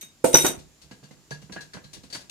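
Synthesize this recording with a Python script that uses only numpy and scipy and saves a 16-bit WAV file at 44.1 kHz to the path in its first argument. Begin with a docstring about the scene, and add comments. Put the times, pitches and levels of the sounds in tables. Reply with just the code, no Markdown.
"""Three dull thuds with a bright metal rattle, then small ticks, scrapes and soft knocks in a quiet workshop.
A steel wrench lands three times on a mat-covered wooden bench, its loose jaw chattering.
Afterwards a hand shifts small metal parts on the left, and soft knocks travel through the bench top.
Mostly single clicks (blows, knocks) or dying flurries (rattle, ticks) ring the modes, plus a noise crack.
Scattered echoes make the room, and shaped noise makes its hush; a close stereo microphone hears it all."""
import sys
import numpy as np
from scipy import signal
from scipy.io import wavfile
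from scipy.ndimage import uniform_filter1d

SR = 44100
rng = np.random.default_rng(int(sys.argv[2]) if len(sys.argv) > 2 else 0)


def makeup_ratio(level_db):
    """Linear amplitude ratio for a level in decibels (20 dB per factor of ten)."""
    decades = np.asarray(level_db, float) / 20
    return 10 ** decades


def store_wav(level_fs):
    """Save 16-bit WAV to argv[1]."""
    pcm = np.round(np.clip(np.atleast_2d(level_fs), -1, 1) * 32767)
    wavfile.write(sys.argv[1], SR, pcm.T.astype(np.int16))


N = 101429  # length of the scene in samples

# ringing modes of the wooden bench: (frequency [Hz], relative level [dB], time to fall 60 dB [s])
BENCH_MODES = [(67.2, -23, 0.26), (105.9, -22.5, 0.79), (149.9, -5.5, 0.27), (185.8, 4, 0.11),
               (315, -4, 0.071), (362.6, 2.5, 0.057), (501.4, 4.5, 0.04), (664, -5.5, 0.13),
               (916, -1, 0.033), (1460, 4.5, 0.02)]
# colour of the unpitched crack of a contact with the bench: (frequency [Hz], relative level [dB])
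THUMP_COLOUR = [(80, -44), (220, 1), (580, -6), (3000, -9), (8000, -87.5)]


def evened(x):
    """Scales a signal to an average (rms) strength of one."""
    return x / np.sqrt(np.mean(x ** 2) + 1e-20)


def read_curve(points, hz):
    """Reads a table of (frequency, value) at any frequency, along a logarithmic pitch scale."""
    f, value = np.transpose(points)
    return np.interp(np.log(hz + 1), np.log(f + 1), value)


def colour_filter(points):
    """Makes a filter with the given spectrum that starts at once (minimum phase) and has unit energy."""
    log_gain = np.log(makeup_ratio(read_curve(points, abs(np.fft.fftfreq(4096, 1 / SR)))))
    phase = -signal.hilbert(log_gain).imag
    taps = np.fft.ifft(np.exp(log_gain + 1j * phase)).real[:2048]
    return taps / np.linalg.norm(taps)


def focus(loss_db):
    """Favours modes near a chosen pitch: loss_db is lost one octave away, growing with distance squared."""
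    return lambda hz, pitch: -loss_db * np.minimum(np.log2(hz / pitch) ** 2, 4.5)


def slope(pivot_hz):
    """Tilts the spectrum by a number of dB per octave around a pivot frequency."""
    return lambda hz, tilt_db: tilt_db * np.log2(hz / pivot_hz)


def air():
    """Room hush: noise shaped in frequency, with slow patches, partly shared by the two channels."""
    # colour of the hush: (frequency [Hz], relative level [dB])
    hush_colour = [(25, -6), (65, -3), (200, -5), (320, -4), (420, -12), (1200, -17), (3500, -17),
                   (6500, -15), (7350, -11), (7700, -20), (14500, -28), (15800, -38)]
    # how alike left and right are: (frequency [Hz], likeness [0 to 1])
    hush_likeness = [(60, 0.78), (380, 0.94), (2380, 0.087), (15000, 0.13)]
    level_db, patch_db = -59, 0.24
    frames, hz = N // 256 + 5, np.fft.rfftfreq(1024, 1 / SR)
    a, b, c, d, patches = rng.standard_normal((frames, 513, 5)).T
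    patches = uniform_filter1d(patches, 12, axis=0)
    patches = evened(uniform_filter1d(patches, 14, axis=1))
    same = np.clip(read_curve(hush_likeness, hz), -1, 1)[:, None]
    left = a + 1j * b
    right = same * left + np.sqrt(1 - same ** 2) * (c + 1j * d)
    gain = makeup_ratio(read_curve(hush_colour, hz)[:, None] + patch_db * patches)
    hush = signal.istft(np.array([left, right]) * gain, nperseg=1024, noverlap=768)[1][:, :N]
    return makeup_ratio(level_db) * evened(hush)


def room(x):
    """Room echoes: sparse taps of random sign, each frequency band dying at its own speed."""
    # how long the echoes last: (frequency [Hz], time to fall 60 dB [s])
    echo_decay = [(100, 0.43), (1500, 0.27), (12000, 0.19)]
    level_db, mono_hz = -7.5, 250
    taps = np.zeros((2, SR // 2))
    at = np.arange(200, SR // 2 - 20, 20)
    at = at + rng.integers(0, 20, (2, len(at)))
    np.put_along_axis(taps, at, rng.choice([-1., 1.], at.shape), 1)
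    hz, t, bands = signal.stft(taps, SR, nperseg=256)
    bands = np.where(hz[:, None] < mono_hz, bands[0], bands)  # long waves reach both ports alike
    fade = makeup_ratio(-60 * t / read_curve(echo_decay, hz)[:, None])
    tail = signal.istft(bands * fade, SR, nperseg=256)[1]
    echoes = signal.fftconvolve(x, tail / np.linalg.norm(tail[0]), axes=1)[:, :N]
    return makeup_ratio(level_db) * echoes


def strike(events, modes, crack, lean, modes_db, crack_db, spread_db, pan_db, same, rate, flicker_db):
    """A low rate gives mostly one click, a high one a dying flurry; it rings the modes and adds a crack.

    events: (time [s], level [dB], contact time [s], favoured pitch [Hz] or brightness [dB/octave])
    lean: turns the last column into dB for each mode; the crack gets half of it
    spread_db: chance spread of mode strength; pan_db: left minus right level
    same: likeness of the channels, 0 to 1; rate: clicks per second; flicker_db: wavering of each mode
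    """
    click_spread_db = 2.5
    rise_cycles = 0.57  # each mode swells over this many of its own cycles
    crack_rise = .12  # the crack swells over this share of the contact time
    flicker_samples = 300  # loose contact makes each mode waver on its own at this pace
    hz, db, t60 = np.transpose(modes)
    t = np.arange(SR // 2) / SR
    contact_t = t[:6000]
    first = contact_t == 0
    out = np.zeros((2, N + SR))
    rings = makeup_ratio(-60 * t / t60[:, None]) * np.exp(2j * np.pi * hz[:, None] * t)
    rings = rings * (1 - np.exp(-hz[:, None] * t / rise_cycles))
    for s, level_db, contact_s, tone in events:
        pick = rng.standard_normal((3, len(modes)))
        u, v, w = rng.random((3, 6000))
        waver = rng.standard_normal((len(modes), len(t) // flicker_samples + 1))
        waver = np.repeat(waver, flicker_samples, axis=1)[:, :len(t)]
        waver = uniform_filter1d(waver, size=flicker_samples, axis=1)
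        fall = np.exp(-contact_t / contact_s)

        # the first click is certain and positive; any others have random times, signs and strengths
        hit = (u < rate / SR) | first
        sign = np.sign(v - .5 + first)
        strength = makeup_ratio(-click_spread_db * np.log(w * ~first + 0.066))
        drive = hit * sign * strength * fall
        drive = drive / np.linalg.norm(drive)

        # the modes start with different phases left and right, the more so the less alike the channels are
        gain = makeup_ratio(db + lean(hz, tone) + spread_db * pick[0])
        turn = np.exp(1j * (1 - same) * np.pi * pick[1:] / 2)
        free_ring = (turn * gain @ (rings * makeup_ratio(flicker_db * waver))).imag
        ring = signal.fftconvolve(free_ring, drive[None], axes=1) / np.linalg.norm(makeup_ratio(db))

        # the crack is a short puff of coloured noise
        left = u - .5
        right = same * left + np.sqrt(1 - same ** 2) * (w - .5)
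        puff = np.array([left, right]) * fall * np.sqrt(12)  # sqrt(12) gives the noise unit strength
        puff = puff * (1 - np.exp(-contact_t / (crack_rise * contact_s)))
        tint = colour_filter([(f, d + lean(f, tone) / 2) for f, d in crack])
        at = round(s * SR)
        out[:, at:at + ring.shape[1]] += makeup_ratio(level_db + modes_db) * ring
        out[:, at:at + 8047] += makeup_ratio(level_db + crack_db) * signal.fftconvolve(puff, tint[None], axes=1)
    return out[:, :N] * makeup_ratio(np.array([[pan_db], [-pan_db]]) / 2)


def soft_knocks():
    """Soft knocks through the bench: mostly single clicks ring the wood's modes, all dull in colour."""
    # the knocks: (time [s], level [dB], brightness [dB/octave])
    knocks = [(0.025, -47, -3), (0.567, -47.5, -19), (0.84, -49.5, -14), (0.91, -39, -3),
              (1.027, -43, -9.5), (1.109, -42.5, -8), (1.166, -49.5, -10), (1.31, -32.5, -7),
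              (1.422, -43, -10.5), (1.495, -38, -7), (1.56, -33.5, -2), (1.745, -35.5, -5.5),
              (1.768, -34.5, -3.5), (1.844, -46, -10.5), (1.965, -41, -12), (2.037, -44.5, -8.5),
              (2.15, -33.5, -1), (2.24, -47, -10)]
    contact_s = .012
    events = [(s, db, contact_s, tilt) for s, db, tilt in knocks]
    return strike(events, BENCH_MODES, THUMP_COLOUR, slope(250), modes_db=1.5, crack_db=-4.5,
                  spread_db=1, pan_db=-6, same=0.6, rate=36, flicker_db=4)


def small_parts():
    """Small metal parts tick and scrape: dense clicks ring them, reaching the left channel first."""
    # the ticks and scrapes: (time [s], level [dB], brightness [dB/octave])
    ticks = [(0.586, -42, 4), (0.8153, -42, 4.5), (0.9105, -40.5, -0.5), (1.0341, -44.5, 1.5),
             (1.1082, -47.5, 1.5), (1.3068, -32.5, 1), (1.417, -45.5, 4), (1.5212, -32.5, 1.5),
             (1.5637, -40.5, -5), (1.6066, -36, 5.5), (1.734, -36, 1), (1.8402, -44.5, 2.5),
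             (1.9311, -32.5, 6), (2.0331, -42.5, 2.5), (2.1002, -39.5, 2.5), (2.1263, -28, 3),
             (2.145, -28.5, 5), (2.2041, -41.5, 3.5), (2.296, -27, 10)]
    # ringing modes of the parts: (frequency [Hz], relative level [dB], time to fall 60 dB [s])
    part_modes = [(1650, 3, 0.1), (1991, -2, 0.06), (2773, -2, 0.05), (4100, -3, 0.05), (4530, 0, 0.06),
                  (5940, 3, 0.019)]
    # colour of the scuffing noise: (frequency [Hz], relative level [dB])
    scuff_colour = [(500, 2.5), (1500, -7), (4300, 0), (8000, -6.5), (15500, -29)]
    contact_s, left_lead_s = .022, .00045
    events = [(s, db, contact_s, tilt) for s, db, tilt in ticks]
    left, right = strike(events, part_modes, scuff_colour, slope(4050), modes_db=-6.5, crack_db=-5.5,
                         spread_db=3.5, pan_db=4, same=0.49, rate=1497, flicker_db=7)
    late_right = np.r_[np.zeros(round(left_lead_s * SR)), right][:N]
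    return np.array([left, late_right])


def jaw_chatter():
    """The loose jaw chatters: dense clicks ring the steel until the mat damps the wrench lying still."""
    # the rattles: (time [s], level [dB], contact time [s], favoured pitch [Hz])
    chatter = [(.011, -29, 0.012, 7000), (.025, -33.5, 0.013, 4020), (.2415, -15.5, 0.037, 10100),
               (.329, -17, 0.024, 6000), (.343, -7.5, 0.018, 6800), (.37, -8, 0.0036, 8560),
               (.378, -13, 0.017, 4750), (.4, -17, 0.061, 11000), (.445, -13, 0.042, 7450),
               (.4645, -14, 0.0019, 6150)]
    # ringing modes of the wrench: (frequency [Hz], relative level [dB], time to fall 60 dB undamped [s])
    wrench_modes = [(3755, -6, .2), (5915, -.6, .125), (6024, -7, .1), (6490, -6, .06), (8194, -5, .11),
                    (8351, -8, .1), (9092, -8, .11), (10630, -10, .07), (11730, -7, .07), (12101, -8, .12),
                    (14428, -6, .11)]
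    # colour of the metal clash: (frequency [Hz], relative level [dB])
    clash_colour = [(500, -20.5), (2200, 16), (4500, 4.5), (6000, 3.5), (8500, 11), (12000, -2),
                    (15000, -19.5)]
    rest_s, rest_db_per_s = .487, 300  # when the wrench lies still, and the extra fading from then on
    rattle = strike(chatter, wrench_modes, clash_colour, focus(6), modes_db=-4, crack_db=-10,
                    spread_db=3.5, pan_db=1.5, same=0, rate=1495.5, flicker_db=6.5)
    damped = makeup_ratio(-rest_db_per_s * np.maximum(np.arange(N) / SR - rest_s, 0))
    return damped * rattle


def hard_blows():
    """Hard blows, mostly single clicks, ring the wood near a favoured pitch; a fainter knock follows."""
    # the wrench's landings, then a fainter knock at 1.31 s:
    # (time [s], level [dB], contact time [s], favoured pitch [Hz])
    blows = [(.2408, -6.5, 0.003, 426), (.243, 1.5, 0.009, 543), (.341, 0, 0.0095, 352),
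             (.348, -1.5, 0.01, 1340), (.442, -4.5, 0.012, 315), (.447, -6.5, 0.022, 1040),
             (.487, -21, 0.0027, 353), (1.309, -30.5, 0.0033, 700)]
    return strike(blows, BENCH_MODES, THUMP_COLOUR, focus(10), modes_db=-1, crack_db=-15.5,
                  spread_db=0.4, pan_db=-4, same=0.44, rate=32, flicker_db=4)


def scene():
    """Wrench, parts and knocks on the bench, with the room's echoes and hush."""
    near = soft_knocks() + small_parts() + jaw_chatter() + hard_blows()
    return near + room(near) + air()


def low_pass(x):
    """Removes everything above the highest recorded frequency."""
    return signal.sosfilt(signal.butter(12, 16540, fs=SR, output="sos"), x)


def record(dry):
    """Stereo microphone: the deepest lows and the highest treble are cut."""
    low_cut_hz, high_cut_hz = 36, 16000
    cut = signal.lfilter(*signal.butter(2, low_cut_hz, "high", fs=SR), dry)
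    cut = signal.sosfilt(signal.butter(8, high_cut_hz, fs=SR, output="sos"), cut)
    return low_pass(cut)


dry = scene()
out = record(dry)
store_wav(out)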